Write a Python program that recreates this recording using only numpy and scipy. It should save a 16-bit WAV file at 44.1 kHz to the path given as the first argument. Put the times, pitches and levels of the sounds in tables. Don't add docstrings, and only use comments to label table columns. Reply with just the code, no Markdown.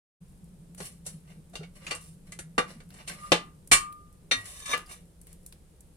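import sys
import numpy as np
from scipy import signal
from scipy.fft import rfft, irfft, next_fast_len
from scipy.io import wavfile
from scipy.ndimage import uniform_filter1d

SR = 44100
rng = np.random.default_rng(int(sys.argv[2]) if len(sys.argv) > 2 else 0)


def store_pcm(level_fs):
    pcm = np.round(np.clip(level_fs, -1, 1) * 32767).astype(np.int16)
    wavfile.write(sys.argv[1], SR, np.atleast_2d(pcm).T)


N = 263051
RING_T = np.arange(int(.7 * SR)) / SR
QUADRATURE = np.array([[0], [1 / 4]])


# t/s, contact time/s, knock level/dB, clank level/dB, clank f/Hz, tick level/dB,
# door level/dB, poker level/dB, latch level/dB, left minus right/dB
BLOWS = [(0.779, 0.0067, -58, -78, 3000, -59, -8, -24, -20, -1),
         (0.803, 0.00052, -43, -55.5, 3000, -60, -31, -29, -49, 0.5),
         (1.063, 0.0036, -52, -78, 2600, -47.5, -47, -18, -49, 0.5),
         (1.533, 0.012, -52, -79, 1550, -70, -31, 0, -25, 0),
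         (1.554, 0.00074, -46.5, -48.5, 3600, -59, -25, -21, -10, 1.5),
         (1.597, 0.047, -49, -80, 1000, -90, -52, -10, -41, -1),
         (1.631, 0.002, -69, -57, 2670, -79, -29, -17, -7, -1),
         (1.866, 0.0013, -57, -47, 2700, -60.5, -15, -16, -26, 1),
         (1.909, 0.0025, -42, -43, 2700, -52, 3, -36, 7, 1.5),
         (1.948, 0.0031, -51, -68, 2700, -52, -30, -21, -38, -1.5),
         (2.32, 0.0022, -59.5, -54.5, 2240, -55.5, -8, -44, -36, 0),
         (2.389, 0.0011, -49.5, -50, 2010, -51.5, -43, -25, -38, -0.5),
         (2.5796, 0.0019, -25, -23.5, 1130, -48, -32, -3.5, 2.5, 0),
         (2.802, 0.0026, -59.5, -61.5, 2130, -73.5, -9, -22, -21, 0),
         (2.939, 0.0028, -60, -78, 2200, -66.5, -19, -26, -43, 3),
         (3.075, 0.011, -54.5, -45.5, 3230, -48.5, -12, -19, -38, 0.5),
         (3.3189, 0.0002, -17.5, -25, 2950, -43.5, -16, -18.5, -20, -0.5),
         (3.7135, 0.025, -40, -19, 2512, -23.5, 7, -13.5, -29.5, -1),
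         (4.311, 0.0083, -36, -28.5, 2700, -49.5, 2, 7, -9, 2.5),
         (4.455, 0.0025, -76, -58, 2180, -56, -14.5, -17, -14, 4),
         (4.656, 0.0048, -69.5, -52, 2420, -55.5, 10, -16, 0, 1),
         (4.732, 0.0049, -39.5, -32, 1640, -78, -16, -36, 6.5, 2.5)]

def blows(door, poker, latch, gain_db=-1, smack_db=-10):
    thickets = [casting() for _ in range(5)]
    out = np.zeros((2, N))
    for start, contact, *timbre, door_db, poker_db, latch_db, pan_db in BLOWS:
        metal = thickets[rng.integers(len(thickets))]
        metal = metal + amp(door_db) * door + amp(poker_db) * poker + amp(latch_db) * latch
        humps = broadened([(DOOR_MODES, door_db), (POKER_MODES, poker_db), (LATCH_MODES, latch_db)])
        burst = clatter(contact, direct=.83, direct_t60=.098, humps=humps)
        smack = pair_noise(len(RING_T)) * decay(min(contact, .0032), t60=.035)
        body = swell(burst + amp(smack_db) * smack + swell(metal, contact / 2), rise_s=.057 * contact)
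        pan = amp([[pan_db / 2], [-pan_db / 2]])
        add(out, start, pan * colour(body, blow_spectrum(*timbre)))
    return amp(gain_db) * out


# f/Hz, level/dB
KNOCK = [(70, -20.5), (260, -7.5), (480, 0.5), (800, -3.5), (1100, -9), (2200, -18), (4300, -18.5),
         (8800, -31.5), (16000, -67)]
CLANK = [(70, -16.5), (500, -19), (1100, -12), (1700, -3.5), (2200, -3.5), (2900, -8), (4300, -12.5),
         (8800, -27.5), (16000, -56)]
TICK = [(70, -42.5), (500, -28.5), (2200, -22), (4300, -12), (8800, 0), (11000, -4), (12300, -24),
        (14300, -19.5), (16000, -32.5)]

def blow_spectrum(knock_db, clank_db, clank_hz, tick_db):
    hz = np.geomspace(70, 16000, 128)
    clank = clank_db + read(CLANK, hz * 2200 / clank_hz)
    parts = amp([knock_db + read(KNOCK, hz), clank, tick_db + read(TICK, hz)])
    return np.c_[hz, 10 * np.log10((parts ** 2).sum(0))]


# f/Hz, level/dB, T60/s
DOOR_MODES = [(1101, -17, 0.31), (1203, -15, 0.3), (1693, -23, 0.16), (1898, -26, 0.22), (2312, -15, 0.16),
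              (2721, -21, 0.17), (2947, -24, 0.17), (3098, -25, 0.2), (3499, -27, 0.13), (4215, -19, 0.18),
              (4600, -22, 0.15), (5130, -25, 0.16), (5362, -22, 0.18), (5712, -25, 0.1), (6027, -16, 0.15),
              (6790, -22, 0.2), (7308, -23, 0.2), (7550, -24, 0.17), (7835, -20, 0.15), (8091, -22, 0.18),
              (8498, -17, 0.19), (8753, -18, 0.13), (8944, -19, 0.16), (9545, -21.5, 0.2),
              (10630, -27, 0.17), (13986, -19, 0.22)]
POKER_MODES = [(1384, -21, .14), (1906, -19, .17), (2414, -28, .17), (2721, -26, .13), (3666, -7, .15),
               (3733, -14, .11), (4229, -12, .13), (4330, -16, .09), (5900, -13, .14), (8759, -18, .2),
               (9830, -16, .17)]
LATCH_MODES = [(493, -22, 0.17), (1175, -15, 0.13), (2030, -21, 0.13), (2400, -18, 0.15), (2815, -16, 0.19),
               (3085, -21, 0.13), (3650, -21, 0.1), (4240, -21, 0.14), (4510, -18, 0.14), (5330, -19, 0.14),
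               (6100, -22, 0.12), (7310, -20, 0.13), (8780, -17, 0.12)]

def metal_parts():
    return ring(DOOR_MODES), ring(POKER_MODES), ring(LATCH_MODES)


def casting(db=-22, spread_db=4, t60=.15, count=60):
    place, size, life = rng.random((count, 3)).T
    hz = 1400 + 10500 * ((np.arange(count) + place) / count) ** 1.3
    return ring(np.c_[hz, db + spread_db * (2 * size - 1), t60 * (.7 + .6 * life)])


def ring(modes, scatter_db=1.5):
    out = np.zeros((2, len(RING_T)))
    for hz, db, t60 in modes:
        phase = rng.random() + rng.choice([-1, 1]) * QUADRATURE
        tone = np.sqrt(2) * np.sin(2 * np.pi * (hz * RING_T + phase))
        out += amp(db + scatter_db * rng.standard_normal((2, 1))) * tone * decay(1 / SR, t60)
    return out


def broadened(parts, width_hz=130, span_hz=1500, valley=.06, spot_db=5):
    hz = np.fft.rfftfreq(len(RING_T), 1 / SR)
    peaks = [(f, amp(db + part_db + spot_db * rng.standard_normal()))
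             for modes, part_db in parts for f, db, _ in modes]
    power = sum(height / (1 + (2 * (hz - f) / width_hz) ** 2) ** 2 for f, height in peaks)
    evened = power / uniform_filter1d(power, int(span_hz / hz[1]))
    return np.sqrt(np.where((hz < 900) | (hz > 10300), 1, valley + evened))


# t/s, f/Hz, level/dB, T60/s
THUDS = [(0.803, 400, -28, 0.045), (0.804, 175, -34, 0.12), (1.536, 676, -37, 0.035),
         (1.592, 161.6, -31, 0.19), (1.607, 427, -34, 0.059), (2.578, 171.5, -28.5, 0.13),
         (2.757, 226, -36.5, 0.083), (3.32, 170, -26.5, 0.19), (3.32, 490, -26, 0.09),
         (3.32, 845, -23, 0.12), (3.712, 29, -34, 0.35), (3.724, 148, -34, 0.15), (4.34, 264, -39, 0.14),
         (4.361, 102.7, -42.5, 0.45)]

def thuds():
    return notes(THUDS, rise_s=.0049)


# t/s, f/Hz, level/dB, T60/s
TINKS = [(1.29, 2100, -60, 0.12), (1.554, 2798, -40, 0.14), (1.634, 2230, -50.5, 0.14),
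         (1.867, 2500, -28, 0.033), (1.867, 2820, -44, 0.26), (1.868, 6780, -44.5, 0.11),
         (1.911, 1954, -38, 0.16), (1.911, 2738, -38.5, 0.22), (1.911, 4506, -33, 0.077),
         (2.324, 2046, -49, 0.14), (3.099, 1557, -39, 0.065), (4.733, 1217, -32, 0.25),
         (4.733, 1712, -29.5, 0.18), (4.732, 2283, -18, 0.033)]

def tinks():
    return notes(TINKS, rise_s=.00062)


# t/s, f/Hz, level/dB, T60/s
TOLLS = [(3.32, 1203, -23, 0.31), (3.78, 1203, -22, 0.47), (4.335, 1909, -14, 0.19)]

def tolls():
    return notes(TOLLS, rise_s=.09, phase=QUADRATURE)


# t/s, first level/dB, loss per bounce/dB
RATTLES = [(1.918, -47, 9), (2.591, -47.5, 8), (3.345, -44, 3.5), (3.717, -33, 5.5), (4.742, -49, 2.5)]
# f/Hz, level/dB
BOUNCE = [(150, -7.5), (500, -1), (1200, 0.5), (4600, -8.5), (9000, -15.5), (16000, -42)]

def rattles(gap_s=.009, uneven_db=2, count=8):
    out = np.zeros((2, N))
    cracks = [colour(clatter(contact=.0003, direct=.7, direct_t60=.015), BOUNCE) for _ in range(4)]
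    for start, db, loss_db in RATTLES:
        gaps = gap_s * (.5 + rng.random(count))
        for k, delay in enumerate(np.cumsum(gaps) - gaps[0]):
            gain = amp(db - k * loss_db + uneven_db * rng.standard_normal())
            add(out, start + delay, gain * cracks[k % len(cracks)])
    return out


# t/s, rise/s, hold/s, grinding level/dB, grit level/dB
STROKES = [(0.758, 0.032, 0.075, -54.5, -43), (1.041, 0.017, 0.023, -60.5, -43.5),
           (1.213, 0.08, 0.015, -59.5, -63.5), (1.734, 0.017, 0.01, -58.5, -56),
           (1.759, 0.14, 0.0051, -41.5, -49), (1.97, 0.034, 0.078, -92, -53.5),
           (2.243, 0.02, 0.005, -59.5, -58), (2.622, 0.071, 0.0063, -48.5, -50.5),
           (2.866, 0.1, 0.029, -51.5, -57), (3.05, 0.04, 0.019, -42.5, -42),
           (3.154, 0.046, 0.073, -54.5, -51.5), (4.343, 0.016, 0.043, -51, -50.5),
           (4.408, 0.044, 0.17, -58, -47), (4.64, 0.065, 0.009, -39, -38.5),
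           (4.842, 0.067, 0.0054, -49, -44), (5.236, 0.037, 0.036, -64, -60)]
# f/Hz, level/dB
GRIND = [(100, -16), (450, 3.5), (800, 5), (1200, -2.5), (2300, 0.5), (3400, -7), (5500, -8), (9000, -18.5),
         (12000, -27), (16000, -37.5)]
GRIT = [(500, -23), (3000, -5.5), (6000, -5.5), (9000, 2.5), (11000, 0.5), (12500, -11.5), (16000, -20)]

def scrapes(poker, latch, damping_t60=.3, spots=3):
    damping = amp(-60 * RING_T / damping_t60)
    metal = casting() + damping * (amp(-18.5) * poker + amp(-7.5) * latch)
    grinding = impulses(per_s=2200, spread_db=6.5)
    gritting = amp(-2) * impulses(per_s=7300, spread_db=11)
    out = np.zeros((2, N))
    for spot in range(spots):
        coarse, fine = sum(amp(levels_db)[:, None] * pressure(start, rise, hold)
                           for start, rise, hold, *levels_db in STROKES[spot::spots])
        humps = broadened([(DOOR_MODES, 0), (POKER_MODES, -7), (LATCH_MODES, 2)])
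        iron = colour(clatter(contact=.0017, direct=.9, humps=humps) + amp(-1) * metal, GRIND)
        grit = colour(clatter(contact=.001, direct=.89, humps=humps) + amp(-5) * metal, GRIT)
        out += driven(iron, grinding * coarse) + driven(grit, gritting * fine)
    return out


def pressure(start, rise, hold, power=2.1, lift_db_per_s=243.5):
    out = np.zeros((1, N))
    press = np.clip(RING_T / rise, 0, 1) ** power
    lift = amp(-lift_db_per_s * np.maximum(RING_T - rise - hold, 0))
    add(out, start, (press * lift)[None])
    return out


# f/Hz, level/dB
EDGE_MODES = [(1100, -6), (1195, -7), (1720, -6), (2350, -6), (3670, -2), (4270, -12), (5400, -8),
              (5930, -4), (6150, -10), (6550, -11), (8490, -9), (8760, -9), (9830, -9), (12200, -19),
              (14100, -19)]
# t/s, level/dB
DRAG = [(4.47, -57), (4.58, -54), (4.64, -49), (4.68, -39.5), (4.71, -32.5), (4.735, -32.5), (4.755, -55),
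        (4.87, -75), (4.925, -50), (4.99, -68)]

def drag(t60=.06):
    body = ring([(hz, db, t60) for hz, db in EDGE_MODES])
    return driven(body, impulses(per_s=1000, spread_db=2) * level(DRAG))


# t/s, level/dB
HINGE = [(3.15, -63), (3.21, -54), (3.245, -39), (3.27, -46), (3.32, -61.5)]

def hinge(hz=1203, waver=.2):
    tone = np.sqrt(2) * np.sin(2 * np.pi * (hz * np.arange(N) / SR + QUADRATURE))
    return level(HINGE) * (tone + waver * narrow_noise(hz, width_hz=380))


# t/s, duration/s, first f/Hz, last f/Hz, level/dB
SQUEAK = (4.853, 0.026, 5300, 4600, -55.5)

def squeak(width_hz=250):
    start, duration, first_hz, last_hz, db = SQUEAK
    hz = np.linspace(first_hz, last_hz, int(duration * SR))
    jitter = np.sqrt(width_hz * SR / (2 * np.pi)) * rng.standard_normal(len(hz))
    phase = 2 * np.pi * np.cumsum(hz + jitter) / SR
    tone = np.sin(phase) + np.sin(2 * phase)
    out = np.zeros((2, N))
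    add(out, start, (amp(db) * np.hanning(len(hz)) * tone)[None])
    return out


# t/s, level/dB, body offset/dB
SNAPS = [(0.747, -55, 1), (2.904, -64, 16), (3.674, -50.5, -15.5), (3.925, -55.5, 2), (4.776, -44.5, -1),
         (5.214, -54, -20), (5.269, -55, -3.5), (5.328, -52.5, -12), (5.462, -44, -34), (5.524, -57, 11.5),
         (5.806, -55.5, -30.5)]
# f/Hz, level/dB
CRACK = [(300, -20), (3000, -23.5), (6000, -7.5), (9500, 4), (12000, -2.5), (16000, -16.5)]
SNAP_BODY = [(200, -20), (1500, -12), (3000, -9), (5000, -9), (9000, -19.5)]

def snaps(crack_db=-14, body_db=-12, ticks_db=-75):
    out = np.zeros((2, N))
    for start, db, offset_db in SNAPS:
        burst = swell(clatter(contact=.0015, direct=.8, direct_t60=.025), rise_s=.0002)
        crack = amp(crack_db) * colour(burst, CRACK)
        body = amp(body_db + offset_db) * colour(burst, SNAP_BODY)
        add(out, start, amp(db) * (crack + body))
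    tick = colour(clatter(contact=.0005, direct=.46, direct_t60=.0074), CRACK)
    return out + amp(ticks_db) * unit(driven(tick, impulses(per_s=40, spread_db=4)))


# f/Hz, relative level/dB
FLAMES = [(12, -28), (20, 4.5), (70, 3), (107, -5.5), (177, -3.5), (228, -12), (500, -13.5), (680, -23),
          (1800, -30.5), (6360, -33.5), (9140, -26), (14700, -40), (16000, -49.5)]
# t/s, level/dB
DRAUGHT = [(.2, -50), (1.0, -51.5), (2.3, -52), (3.202, -50.5), (3.601, -58.5), (4.301, -62), (5.2, -61),
           (5.9, -65.5)]

def fire(flames_db=-55.5):
    noise = pair_noise(next_fast_len(N))[:, :N]
    flames = amp(flames_db) * unit(colour(noise, FLAMES, size=8192))
    licks = signal.sosfiltfilt(signal.butter(2, [110, 600], "bandpass", fs=SR, output="sos"), flames)
    draught = level(DRAUGHT + [(N / SR, DRAUGHT[-1][1])])
    hum = draught * narrow_noise(hz=166.5, width_hz=38)
    return flames - licks + (licks + hum) * flutter(depth_db=1.7, below_hz=14)


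def flutter(depth_db, below_hz):
    size = next_fast_len(N)
    spectrum = rfft(rng.standard_normal(size))
    slow = irfft(spectrum * (np.fft.rfftfreq(size, 1 / SR) < below_hz))[:N]
    return unit(amp(depth_db * unit(slow)))


# f/Hz, T60/s
ROOM = [(150, 0.53), (500, 0.14), (1200, 0.3), (2500, 0.26), (5000, 0.19), (10000, 0.23), (14000, 0.15)]

def clatter(contact, direct, direct_t60=.082, humps=1):
    size = len(RING_T)
    hz = np.fft.rfftfreq(size, 1 / SR)
    burst = irfft(rfft(pair_noise(size)) * humps, size) * decay(contact, direct_t60)
    tail = rfft(pair_noise(size)) * humps
    centres, t60s = np.transpose(ROOM)
    bands = [irfft(tail * read(np.c_[centres, pick], hz), size) for pick in np.eye(len(ROOM))]
    room = sum(band * decay(contact, t60) for band, t60 in zip(bands, t60s))
    return np.sqrt(direct) * burst + np.sqrt(1 - direct) * room


# f/Hz, correlation coefficient
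COHERENCE = [(30, 0.79), (180, 0.99), (320, 0.6), (550, 0.64), (1000, 0.07)]

def pair_noise(length):
    left, other = rfft(rng.standard_normal((2, length)))
    same = read(COHERENCE, np.fft.rfftfreq(length, 1 / SR))
    return irfft(np.array([left, same * left + np.sqrt(1 - same ** 2) * other]), length)


def narrow_noise(hz, width_hz):
    size = next_fast_len(N)
    detuning = 2 * (np.fft.rfftfreq(size, 1 / SR) - hz) / width_hz
    return unit(irfft(rfft(pair_noise(size)) / (1 + detuning ** 2))[:, :N])


def impulses(per_s, spread_db):
    size = amp(spread_db * np.minimum(rng.exponential(1, N), 4)) * rng.choice([-1, 1], N)
    return unit(size * (rng.random(N) < per_s / SR))[None]


def driven(body, force):
    return signal.oaconvolve(force, unit(body) / np.sqrt(len(RING_T)), axes=1)[:, :N]


def notes(rows, rise_s, phase=0):
    out = np.zeros((2, N))
    for start, hz, db, t60 in rows:
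        tone = amp(db - 60 * RING_T / t60) * np.sin(2 * np.pi * (hz * RING_T + phase))
        add(out, start, np.atleast_2d(swell(tone, rise_s)))
    return out


def decay(contact, t60):
    tau = t60 / np.log(10 ** 6)
    fed = 1 - np.exp(-np.minimum(RING_T, contact) / tau)
    return np.sqrt(fed * np.exp(-np.maximum(RING_T - contact, 0) / tau) / contact)


def swell(sound, rise_s):
    return sound * (1 - np.exp(-RING_T / max(rise_s, 1 / SR)))


def colour(x, points, size=2048):
    log_gain = np.log(amp(read(points, abs(np.fft.fftfreq(size, 1 / SR)))))
    taps = np.fft.ifft(np.exp(np.conj(signal.hilbert(log_gain)))).real
    return signal.oaconvolve(x, taps[None], axes=1)[:, :x.shape[1]]


def read(points, hz):
    f, value = np.transpose(points)
    return np.interp(np.log(hz + 1), np.log(f + 1), value)


def level(curve):
    times, db = np.transpose(curve)
    return amp(np.interp(np.arange(N) / SR, times, db, left=-np.inf, right=-np.inf))


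def amp(db):
    return 10 ** (np.asarray(db) / 20)


def unit(x):
    return x / np.sqrt(np.mean(x ** 2) + 1e-20)


def add(mix, start, sound):
    part = mix[:, round(start * SR):][:, :sound.shape[1]]
    part += sound[:, :part.shape[1]]


def scene():
    door, poker, latch = metal_parts()
    struck = blows(door, poker, latch) + thuds() + tinks() + tolls() + rattles()
    rubbed = scrapes(poker, latch) + drag() + hinge() + squeak()
    return struck + rubbed + snaps() + fire()


def record(dry, start_s=.203, fade_s=.018, ceiling=.88, cutoff_hz=16100):
    fade_in = np.clip((np.arange(N) / SR - start_s) / fade_s, 0, 1)
    clipped = np.clip(dry * fade_in, -ceiling, ceiling)
    taps = signal.firwin(511, cutoff_hz, window=("kaiser", 9), fs=SR)
    return signal.oaconvolve(clipped, taps[None], "same")


dry = scene()
out = record(dry)
store_pcm(out)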